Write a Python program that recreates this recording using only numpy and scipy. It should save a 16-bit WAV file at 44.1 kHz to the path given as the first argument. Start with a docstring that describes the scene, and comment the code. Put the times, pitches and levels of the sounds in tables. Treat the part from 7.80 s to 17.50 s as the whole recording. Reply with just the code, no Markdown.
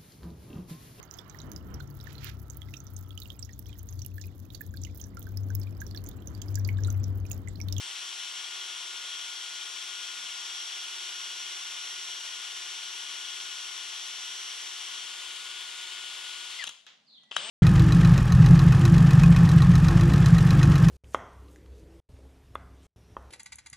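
"""An electric drill, close to the microphone, spins a paddle in a tin of paint on a workshop bench.
Gears and brushes grind as noise shaped by the housing; tones at multiples of the rotor speed whine.
The trigger is let go, the paint brakes the motor and the gears clack to rest as clicks in ringing modes.
In the lull a far bird gives one falling call of two gliding sines; then the speed control sings
and the drill starts again, with a sharp knock as the slack is taken up. Still air hisses behind it all."""
import sys
import numpy as np
from scipy import signal
from scipy.fft import rfft, irfft, next_fast_len
from scipy.io import wavfile
from scipy.ndimage import uniform_filter1d

SR = 44100
rng = np.random.default_rng(int(sys.argv[2]) if len(sys.argv) > 2 else 0)


def bounce(signal):
    """Save signal as a 16-bit WAV file at the path given by the first command-line argument."""
    frames = np.transpose(np.atleast_2d(signal))
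    limited = np.clip(frames, -1, 1)
    pcm = np.round(limited * 32767).astype(np.int16)
    wavfile.write(sys.argv[1], SR, pcm)


N = 427769
TIME = np.arange(N) / SR
PADDED = next_fast_len(N + SR // 4, True)
FREQS = np.maximum(np.fft.rfftfreq(PADDED, 1 / SR), 1)


def from_db(db):
    """Decibels to gain."""
    return np.exp(np.log(10) / 20 * np.asarray(db))


def rms_one(x):
    """Scale to unit power."""
    return x / np.sqrt(np.mean(x ** 2) + 1e-20)


def in_time(rows):
    """Each column of a curve at every sample."""
    s, *columns = np.transpose(rows)
    return [np.interp(TIME, s, column) for column in columns]


def in_frequency(rows):
    """Each column of a spectrum at every frequency, interpolated along log frequency."""
    hz, *columns = np.transpose(rows)
    return [np.interp(np.log(FREQS), np.log(hz), column) for column in columns]


def since(s):
    """Seconds gone by since a moment, zero before it."""
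    return np.maximum(TIME - s, 0)


def swell(s, attack_s):
    """A straight rise from silence to full strength."""
    return np.minimum(since(s) / attack_s, 1)


def hump(s, peak_after_s):
    """A smooth swelling to full strength that ebbs more slowly."""
    stage = since(s) / peak_after_s
    return (stage * np.exp(1 - stage)) ** 2


def drift(rate_hz):
    """Random wander with spread 1: straight lines between fresh values, rate_hz of them a second."""
    knots = rng.standard_normal(4000)
    return rms_one(np.interp(TIME * np.clip(rate_hz, .1, 400), np.arange(len(knots)), knots))


def angle(hz):
    """Radians turned at a changing rate."""
    return 2 * np.pi * np.cumsum(hz) / SR


def filtered(x, response):
    """Pass a signal through a frequency response."""
    return irfft(rfft(x, PADDED) * response, PADDED)[..., :N]


def coloured(spectrum, shared):
    """Stereo noise of unit power with a part common to both sides."""
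    noise = rng.standard_normal((2, N)) + shared * rng.standard_normal(N)
    return rms_one(filtered(noise, from_db(in_frequency(spectrum)[0])))


def ring(x, hz, t60):
    """A unit click sets a sine of height 1 ringing, 60 dB down after t60 seconds."""
    radius = np.exp(-np.log(1000) / (t60 * SR))
    turn = 2 * np.pi * hz / SR
    # the tiny offset keeps the filter away from vanishing numbers
    return signal.lfilter([0, np.sin(turn)], [1, -2 * radius * np.cos(turn), radius ** 2], x + 1e-18)


def sing(hz, width_hz):
    """Rubbing noise through two equal resonators in a row, each width_hz wide; unit power."""
    t60 = np.log(1000) / (np.pi * width_hz)
    return rms_one(ring(ring(rng.standard_normal(N), hz, t60), hz, t60))


def wandering(hz, stray_hz, flicker_hz=12, stray_rate_hz=1.5):
    """A narrow rubbing note whose centre strays; unit power."""
    phase = angle(hz + stray_hz * drift(stray_rate_hz))
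    return rms_one(drift(flicker_hz) * np.sin(phase) + drift(flicker_hz) * np.cos(phase))


def tone(phase, pan_db, flutter, flutter_hz=45, lead=0):
    """A machine tone, left leading by some radians; the shaking tool flutters it differently at each port."""
    sides = []
    for side_phase, side_db in ((phase + lead, pan_db / 2), (phase, -pan_db / 2)):
        steady = np.sin(side_phase) * (1 + flutter * drift(flutter_hz))
        quadrature = flutter * drift(flutter_hz) * np.cos(side_phase)
        sides.append(rms_one(steady + quadrature) * from_db(side_db))
    return np.array(sides)


# trigger let go; the paint's drag alone would halve the speed in BRAKE_S, dry friction brings it to rest
RELEASE_S, BRAKE_S, FRICTION_HZ_PER_S = 8.754, .12, 25
# trigger pulled again: speed grows as a power of time; the gears bite once the slack is taken up
RESTART_S, RUN_UP_S, RUN_UP_POWER, BITE_S = 9.51, .566, .4, 9.565
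# rotor speed at first, and how it creeps up as the paint thins
RUN_HZ, CREEP_HZ_PER_S = 358.5, .45
# the paddle bites into thick paint once and the speed sags: start, depth, sinking time
SAG_S, SAG_HZ, SAG_SINK_S = 2.42, 1.7, .25


def motor():
    """Rotor speed in Hz and as a share of full speed: it runs, is braked by the paint, and runs up again."""
    full_hz = RUN_HZ + CREEP_HZ_PER_S * TIME - SAG_HZ * hump(SAG_S, SAG_SINK_S)
    coasting = since(RELEASE_S)
    braked = 1 / (1 + (coasting / BRAKE_S) ** 3)
    slowing = np.maximum(braked - FRICTION_HZ_PER_S * coasting / full_hz, 0)
    share = slowing + swell(RESTART_S, RUN_UP_S) ** RUN_UP_POWER
    return full_hz * share, share


# colour of the housing: freq_hz, gain_db (only its shape counts)
HOUSING = [(110, -51), (170, -37.5), (320, -29.5), (620, -23.5), (1080, -12), (1600, -14.5), (2000, -10.5),
           (2600, -7), (3000, -1.8), (3400, -1.6), (3950, -7.5), (6100, -14.5), (7200, -8), (8300, -16.5),
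           (10200, -16), (11400, -28), (14000, -33.5), (15000, -50)]
# narrow resonances that the rubbing keeps singing: freq_hz, width_hz, level_db (against the grinding)
SINGING = [(381, 6, -36), (457, 40, -37.5), (1060, 90, -27), (3300, 60, -19), (3680, 60, -23),
           (7325, 60, -28)]
# rubbing notes that stray in pitch: pitch_hz, spread_hz, level_db (against the grinding)
WANDERING = [(3035, 22, -19), (3200, 14, -20), (3465, 25, -21)]


def grinding(rotor, mesh_depth=.25, grit_db=-11, wobble_db=.4, gear_ratio=19):
    """Brush hiss and tooth impacts, bunched at each mesh of the four-tooth pinion, sound through the housing."""
    mesh = 4 * rotor
    teeth = np.diff(np.floor(mesh / (2 * np.pi)), prepend=0) * rng.standard_normal(N)
    hiss = rng.standard_normal(N) * (1 + mesh_depth * np.cos(mesh))
    source = hiss + from_db(grit_db) * rms_one(teeth)
    body = rms_one(filtered(source, from_db(in_frequency(HOUSING)[0])))
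    body += sum(from_db(db) * sing(hz, width) for hz, width, db in SINGING)
    body += sum(from_db(db) * wandering(hz, stray_hz) for hz, stray_hz, db in WANDERING)
    # the bent shaft loads the gears once per turn of the chuck
    return body * from_db(wobble_db * np.sin(rotor / gear_ratio) + 0.4 * drift(40))


# the treble above SOFT_HZ dies with this power of speed
SOFT_HZ, SOFT_POWER = 8500, 2.6


def softened(x, share):
    """A slow machine loses its highest treble."""
    dull = filtered(x, 1 / (1 + (FREQS / SOFT_HZ) ** 12))
    return dull + share ** SOFT_POWER * (x - dull)


# tones of the rotor and gears: multiple of rotor speed, then against the grinding
# steady_db, braking_db, speeding_up_db; last left_right_db
ORDERS = [(1, -31.5, -41, -23, 2.5), (2, -39, -30, -23, 1), (3, -46, -28, -13.5, 2),
          (4, -15, -17, -15.5, 2), (5, -44, -21, -20, 1), (6, -28, -3.5, -18, 12), (7, -26, -22, -21, 3),
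          (8, -16, -12, -22, 5), (10, -40, -4.5, -26, 4), (12, -20, -11.5, -28, 2), (14, -42, -10, -28, 2),
          (16, -31.5, -16, -28, 3)]
# mesh tone and its octave swell and sink as the drill is leaned on: time_s, mesh_db, octave_db
# (each heard as its departure from its own mean)
MESH = [(0.0, -60, -59), (0.24, -61, -59), (0.97, -57.5, -60), (2.4, -57, -60), (2.91, -61, -53.5),
        (3.13, -58, -53), (5.94, -59, -54), (6.98, -62, -55), (7.34, -58, -54.5), (7.66, -57, -57),
        (8.65, -57, -55), (8.7, -60, -56)]


def gear_tones(rotor, speed, flutter=.17, chatter=.45, chatter_hz=170):
    """Braking puts the gears on their other flanks, so other orders stand out; after release they chatter."""
    change = uniform_filter1d(np.gradient(speed) * SR, size=400)   # Hz per second
    # slow teeth touch too softly to sing, sooner so when no power drives them
    unpowered_db = np.interp(speed, [110, 275], [-45, 0])
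    powered_db = np.interp(speed, [80, 180], [-45, 0])
    soft_db = np.where(change < 0, unpowered_db, powered_db)
    leaning = {order: db - db.mean() for order, db in zip((4, 8), in_time(MESH))}
    out = 0
    for order, steady_db, braking_db, rising_db, pan_db in ORDERS:
        level_db = np.interp(change, [-1100, 0, 500], [braking_db, steady_db, rising_db])
        level_db = level_db + leaning.get(order, 0)
        rough = 1 + chatter * (TIME > RELEASE_S) * drift(chatter_hz)
        out = out + from_db(level_db + soft_db) * rough * tone(order * rotor, pan_db, flutter)
    return out


SLOTS, FAN_BLADES = 16, 23
# the cooling fan's whine, and how far it wanders as the drill is moved
FAN_DB, FAN_WANDER_DB = -63.3, 1.5
# slot whine, swelling and shifting from side to side as the drill is moved about:
# time_s, level_db (at full speed), left_right_db
WHINE = [(0, -48, 4.5), (0.22, -46.5, 2.0), (1.55, -46.5, 2.0), (1.85, -47.5, 7.5), (2.5, -45.5, 3.5),
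         (2.8, -43.0, -0.5), (3.08, -47.0, -2.5), (3.4, -45.0, -1.5), (4.2, -44.0, -0.5), (4.6, -46.0, 2.0),
         (6.0, -46.5, 3.5), (6.4, -45.0, -1.0), (7.2, -47.0, 1.5), (7.45, -59, 2.5), (8.2, -61, 3),
         (8.6, -55.5, 4.5)]


def rotor_whine(rotor, share, fade_db=145):
    """Slots sweep past the poles and fan blades past the vents; both whines die as the speed drops."""
    slot_db, pan_db = in_time(WHINE)
    slots = from_db(slot_db) * tone(SLOTS * rotor, pan_db, flutter=0.13, lead=1.3)
    fan_db = FAN_DB + FAN_WANDER_DB * drift(1.2)
    blades = from_db(fan_db) * tone(FAN_BLADES * rotor, pan_db=3, flutter=0.29, flutter_hz=69.8)
    return from_db(-fade_db * (1 - share)) * (slots + blades)


BEARING_RATIO = 9.183   # multiple of the rotor speed
# bearing tone as the load on the shaft shifts: time_s, level_db (at full speed)
BEARING = [(0, -58), (.6, -51), (1.8, -49), (2.5, -51), (3.3, -51), (4.1, -56), (5.6, -52.5), (6.6, -56),
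           (8.7, -58)]


def bearing(rotor, share, fade_db=60):
    """Balls rolling over the race give a thin, wavering tone that follows the rotor and dies as it slows."""
    level_db, = in_time(BEARING)
    thin = tone(BEARING_RATIO * rotor, pan_db=6, flutter=.4, flutter_hz=14)
    return from_db(level_db - fade_db * (1 - share)) * thin


# colour of the air leaving the vents: freq_hz, gain_db (only its shape counts)
VENTS = [(200, -36), (700, -9), (2000, 5), (3200, -11), (5000, 6), (7200, 0), (8300, -5), (10200, -7),
         (11400, -12), (14000, -22), (15000, -28)]
# its level as the drill is turned about: time_s, level_db (against the grinding)
VENTS_LEVEL = [(0, -9), (2, -8.5), (2.8, -7.3), (4.5, -7.8), (6.9, -8), (7.6, -10), (8.7, -10)]


def vent_air(share):
    """Air rushing from the vents: noise unrelated on the two sides, duller as the machine slows."""
    return from_db(in_time(VENTS_LEVEL)[0]) * softened(coloured(VENTS, shared=0), share)


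# resonances of the housing that strained gears set singing: freq_hz, width_hz, level_db (before JUDDER_DB)
STRAIN_RINGS = [(3100, 1000, -37), (4900, 700, -47)]
JUDDER_DB = -3   # added to all of them


def straining(share, slack_db=-9, judder_db=2.2, judder_hz=160, ease_power=.4):
    """Pulling up to speed, juddering gears set the housing singing, faintly until the slack is gone."""
    lag = np.maximum(1 - share, 0) ** ease_power
    pull = swell(RESTART_S, attack_s=.02) * lag * from_db(slack_db * (TIME < BITE_S))
    rings = sum(from_db(db) * sing(hz, width) for hz, width, db in STRAIN_RINGS)
    return pull * rings * from_db(JUDDER_DB + judder_db * drift(judder_hz))


# clacks of gears, trigger and paddle shaft: start_s, peak_db (before the room),
# tin_db (tin's modes against the housing's), rattle_t60_s, contact_hz (brightness), crack_db (steel)
KNOCKS = [(8.8401, -19.5, 0, .012, 11500, 24), (8.869, -28, -10, .022, 12500, 21),
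          (8.8735, -26, -8, .006, 12500, 22), (8.8749, -25, -5, .012, 8000, 12),
          (8.8784, -29, -9, .014, 9000, 12), (8.892, -28, -4, .02, 12000, 21),
          (9.066, -41, 3, .008, 8000, 17), (9.434, -53, 0, .05, 9000, 16), (9.5123, -33, -18, .02, 3500, 8),
          (9.5158, -24, -21, .014, 2600, 0), (9.524, -32, 4, .03, 7000, 12),
          (9.5605, -34, -8, .01, 4000, 10), (9.5643, -27, -2, .004, 8000, 15),
          (9.5652, -12.3, 11.5, .0006, 10000, 19), (9.5665, -15.5, -1, .002, 8000, 14),
          (9.5678, -15, -6, .003, 6000, 12), (9.581, -30, -6, .012, 2800, 0),
          (9.5848, -28, -6, .012, 2800, 0)]
# what they ring with: freq_hz, level_db (relative), t60_s; the modes under TIN_TOP_HZ belong to the tin
MODES = [(200, -47, .055), (580, -20, .012), (1220, -2, .006), (1680, -1, .005), (2150, -6, .003),
         (2650, -1, .0055), (3250, 3, .008), (3860, -11, .04), (4600, -4, .003), (5700, -3, .003),
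         (6800, -5, .003), (7900, -6, .003), (9550, -5, .004), (10500, -12, .003)]
TIN_TOP_HZ = 2000
CRACK_LOW_HZ, CRACK_HIGH_HZ = 4700, 7500   # band of the steel crack


def knocks(rattle=0.32):
    """Each blow is a click and a dying rattle into the modes of housing and tin; soft contacts are duller."""
    out = np.zeros(N + SR)
    age = TIME[:SR // 8]
    steel = signal.butter(1, [CRACK_LOW_HZ, CRACK_HIGH_HZ], "band", fs=SR, output="sos")
    for s, peak_db, tin_db, t60, contact_hz, crack_db in KNOCKS:
        force = rattle * rng.standard_normal(len(age)) * np.exp(-np.log(1000) * age / t60)
        force[0] += 1
        # steel on steel adds a bright crack
        blow = from_db(crack_db) * signal.sosfilt(steel, force)
        for k, (hz, db, decay) in enumerate(MODES):
            mode_db = db + tin_db * (hz < TIN_TOP_HZ)
            blow = blow + (-1) ** k * from_db(mode_db) * ring(force, hz, decay)
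        contact = signal.butter(2, min(contact_hz, .45 * SR), fs=SR, output="sos")
        blow = signal.sosfilt(contact, blow)
        start = round(s * SR)
        out[start:start + len(age)] += from_db(peak_db) * blow / np.abs(blow).max()
    return out[:N]


# the speed control sings from the first squeeze of the trigger until the rotor turns
SQUEEZE_S, SWITCHING_HZ, SWITCHING_DB = 9.35, 1996, -71.5
# its fourth harmonic swells while the motor gathers speed
OVERTONE_DB, OVERTONE_ATTACK_S = -51, .15


def speed_control(rotor, lower_db=-5.5, waver=.018, smear=.75):
    """Chopped current makes the windings sing; the turning rotor splits the overtone into two side tones."""
    stalled = swell(SQUEEZE_S, RESTART_S - SQUEEZE_S) * (1 - swell(RESTART_S, attack_s=.015))
    switching = np.sqrt(2) * np.sin(angle(SWITCHING_HZ * (1 + waver * drift(200))))
    carrier = 4 * (2 * np.pi * SWITCHING_HZ * TIME) + smear * drift(400)
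    upper = tone(carrier + rotor, pan_db=4, flutter=0.34)
    lower = from_db(lower_db) * tone(carrier - rotor, pan_db=4, flutter=.2)
    overtone = from_db(OVERTONE_DB) * swell(RESTART_S, OVERTONE_ATTACK_S) * (upper + lower)
    return from_db(SWITCHING_DB) * stalled * switching + overtone


# low gulps of the paint around the paddle: start_s, peak_db, swelling_s
GULPS = [(2.3, -70.5, .1), (3.15, -80, .3), (7.05, -75, .11), (8.858, -66, .018), (9.03, -76, .4)]
# colour of the paint slopping back once the paddle is still: freq_hz, gain_db (only its shape counts)
SLOP = [(120, -11), (350, -13), (1300, -3), (2300, 0), (3300, 6.5), (4500, -4), (7000, -9), (9000, -31),
        (14000, -40)]
SLOP_S, SLOP_DB, SLOP_T60_S = 9.0655, -49.5, .47   # start, level, dying time


def paint():
    """The paddle churns low in the tin, gulps swelling and ebbing; then the swirl slops back, a dying hiss."""
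    gulps = sum(from_db(peak_db) * hump(s, swell_s) for s, peak_db, swell_s in GULPS)
    churn = gulps * sing(225, width_hz=170)
    age = since(SLOP_S)
    slop_level = (age > 0) * from_db(SLOP_DB - 60 * age / SLOP_T60_S)
    return churn + slop_level * coloured(SLOP, shared=0.9)


def echoes(x, t60, dull_hz):
    """Dense reflections, unrelated on the two sides, dying away and duller than the direct sound."""
    # the first one comes after 3 ms
    tail = rng.standard_normal((2, SR)) * from_db(-60 * TIME[:SR] / t60) * (TIME[:SR] > .003)
    tail /= np.sqrt(np.sum(tail ** 2, axis=1, keepdims=True))
    pole = np.exp(-2 * np.pi * dull_hz / SR)
    return signal.lfilter([1 - pole], [1, -pole], signal.fftconvolve(x[None], tail, axes=1)[:, :N])


# the two microphone ports: freq_hz, left_right_db, left_lead_rad
PORTS = [(160, 0, 0), (440, 1.5, .1), (730, 7.5, .2), (1200, 4.5, -.5), (2100, 5.8, -.55), (3270, 6.5, -.2),
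         (4400, 2, .3), (6000, .5, 1.3), (7300, 1.5, 2), (9400, 7.5, 2.7), (14000, 10, 3.6)]
ROOM_T60_S, ROOM_DB = .42, -11


def at_ports(x):
    """Direct sound reaches the two ports out of step; the workshop adds its echoes."""
    balance_db, lead = in_frequency(PORTS)
    side = np.array([[.5], [-.5]])
    direct = filtered(x, np.exp(1j * side * lead))
    heard = direct + from_db(ROOM_DB) * echoes(x, ROOM_T60_S, dull_hz=9200)
    return filtered(heard, from_db(side * balance_db))


def chirp(s, length_s, from_hz, to_hz, waver=.03, waver_hz=250):
    """A whistled note that swells and fades while it falls in pitch."""
    stage = np.clip(since(s) / length_s, 0, 1)
    hz = from_hz * (to_hz / from_hz) ** stage
    return 3 * np.sqrt(stage * (1 - stage)) * np.sin(angle(hz * (1 + waver * drift(waver_hz))))


# the two slurred notes of the call: start_s, length_s, first_pitch_hz, last_pitch_hz,
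# level_db (gain on the note before the distance)
BIRD = [(9.26, .06, 5150, 3500, -57.5), (9.307, .074, 4550, 3000, -53.5)]


def bird():
    """A far bird's falling call reaches the microphone mostly as echoes, with a weaker direct sound."""
    call = sum(from_db(db) * chirp(*note) for *note, db in BIRD)
    direct = from_db([[-14], [-8]]) * call   # left, right
    return echoes(call, t60=.5, dull_hz=9000) + direct


# colour of the workshop background: freq_hz, gain_db (only its shape counts)
AIR = [(28, -13), (55, -12), (100, -22), (180, 0), (330, -8), (750, -1.5), (1500, -10), (4000, -5),
       (8000, -18), (14000, -42)]
AIR_DB = -72


def still_air():
    """Steady coloured noise, partly shared by the two sides."""
    return from_db(AIR_DB) * coloured(AIR, shared=0.51)


# grinding at full speed, the power of speed that it follows, and what full strain adds to it
GRIND_DB, GRIND_POWER, STRAIN_DB = -40.9, .95, 10


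def scene():
    """The drill and tin close by, the bird far off, still air behind them."""
    speed, share = motor()
    rotor = angle(speed)
    # the gears are strained by as much as the rotor lags behind full speed
    strain = (TIME > BITE_S) * (1 - share)
    running = from_db(GRIND_DB) * share ** GRIND_POWER
    grind = running * from_db(STRAIN_DB * strain)
    drill = at_ports(grind * softened(grinding(rotor), share) + straining(share) + knocks())
    whine = grind * gear_tones(rotor, speed) + rotor_whine(rotor, share)
    whine = whine + bearing(rotor, share) + speed_control(rotor)
    near = drill + whine + running * vent_air(share) + paint()
    # tool and tin are too small to radiate bass
    small = signal.butter(6, 140, "high", fs=SR, output="sos")
    return signal.sosfilt(small, near) + bird() + still_air()


CUTOFF_HZ = 15000


def record(dry):
    """The top is cut steeply."""
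    return signal.sosfilt(signal.ellip(10, .2, 80, CUTOFF_HZ, fs=SR, output="sos"), dry)


dry = scene()
out = record(dry)
bounce(out)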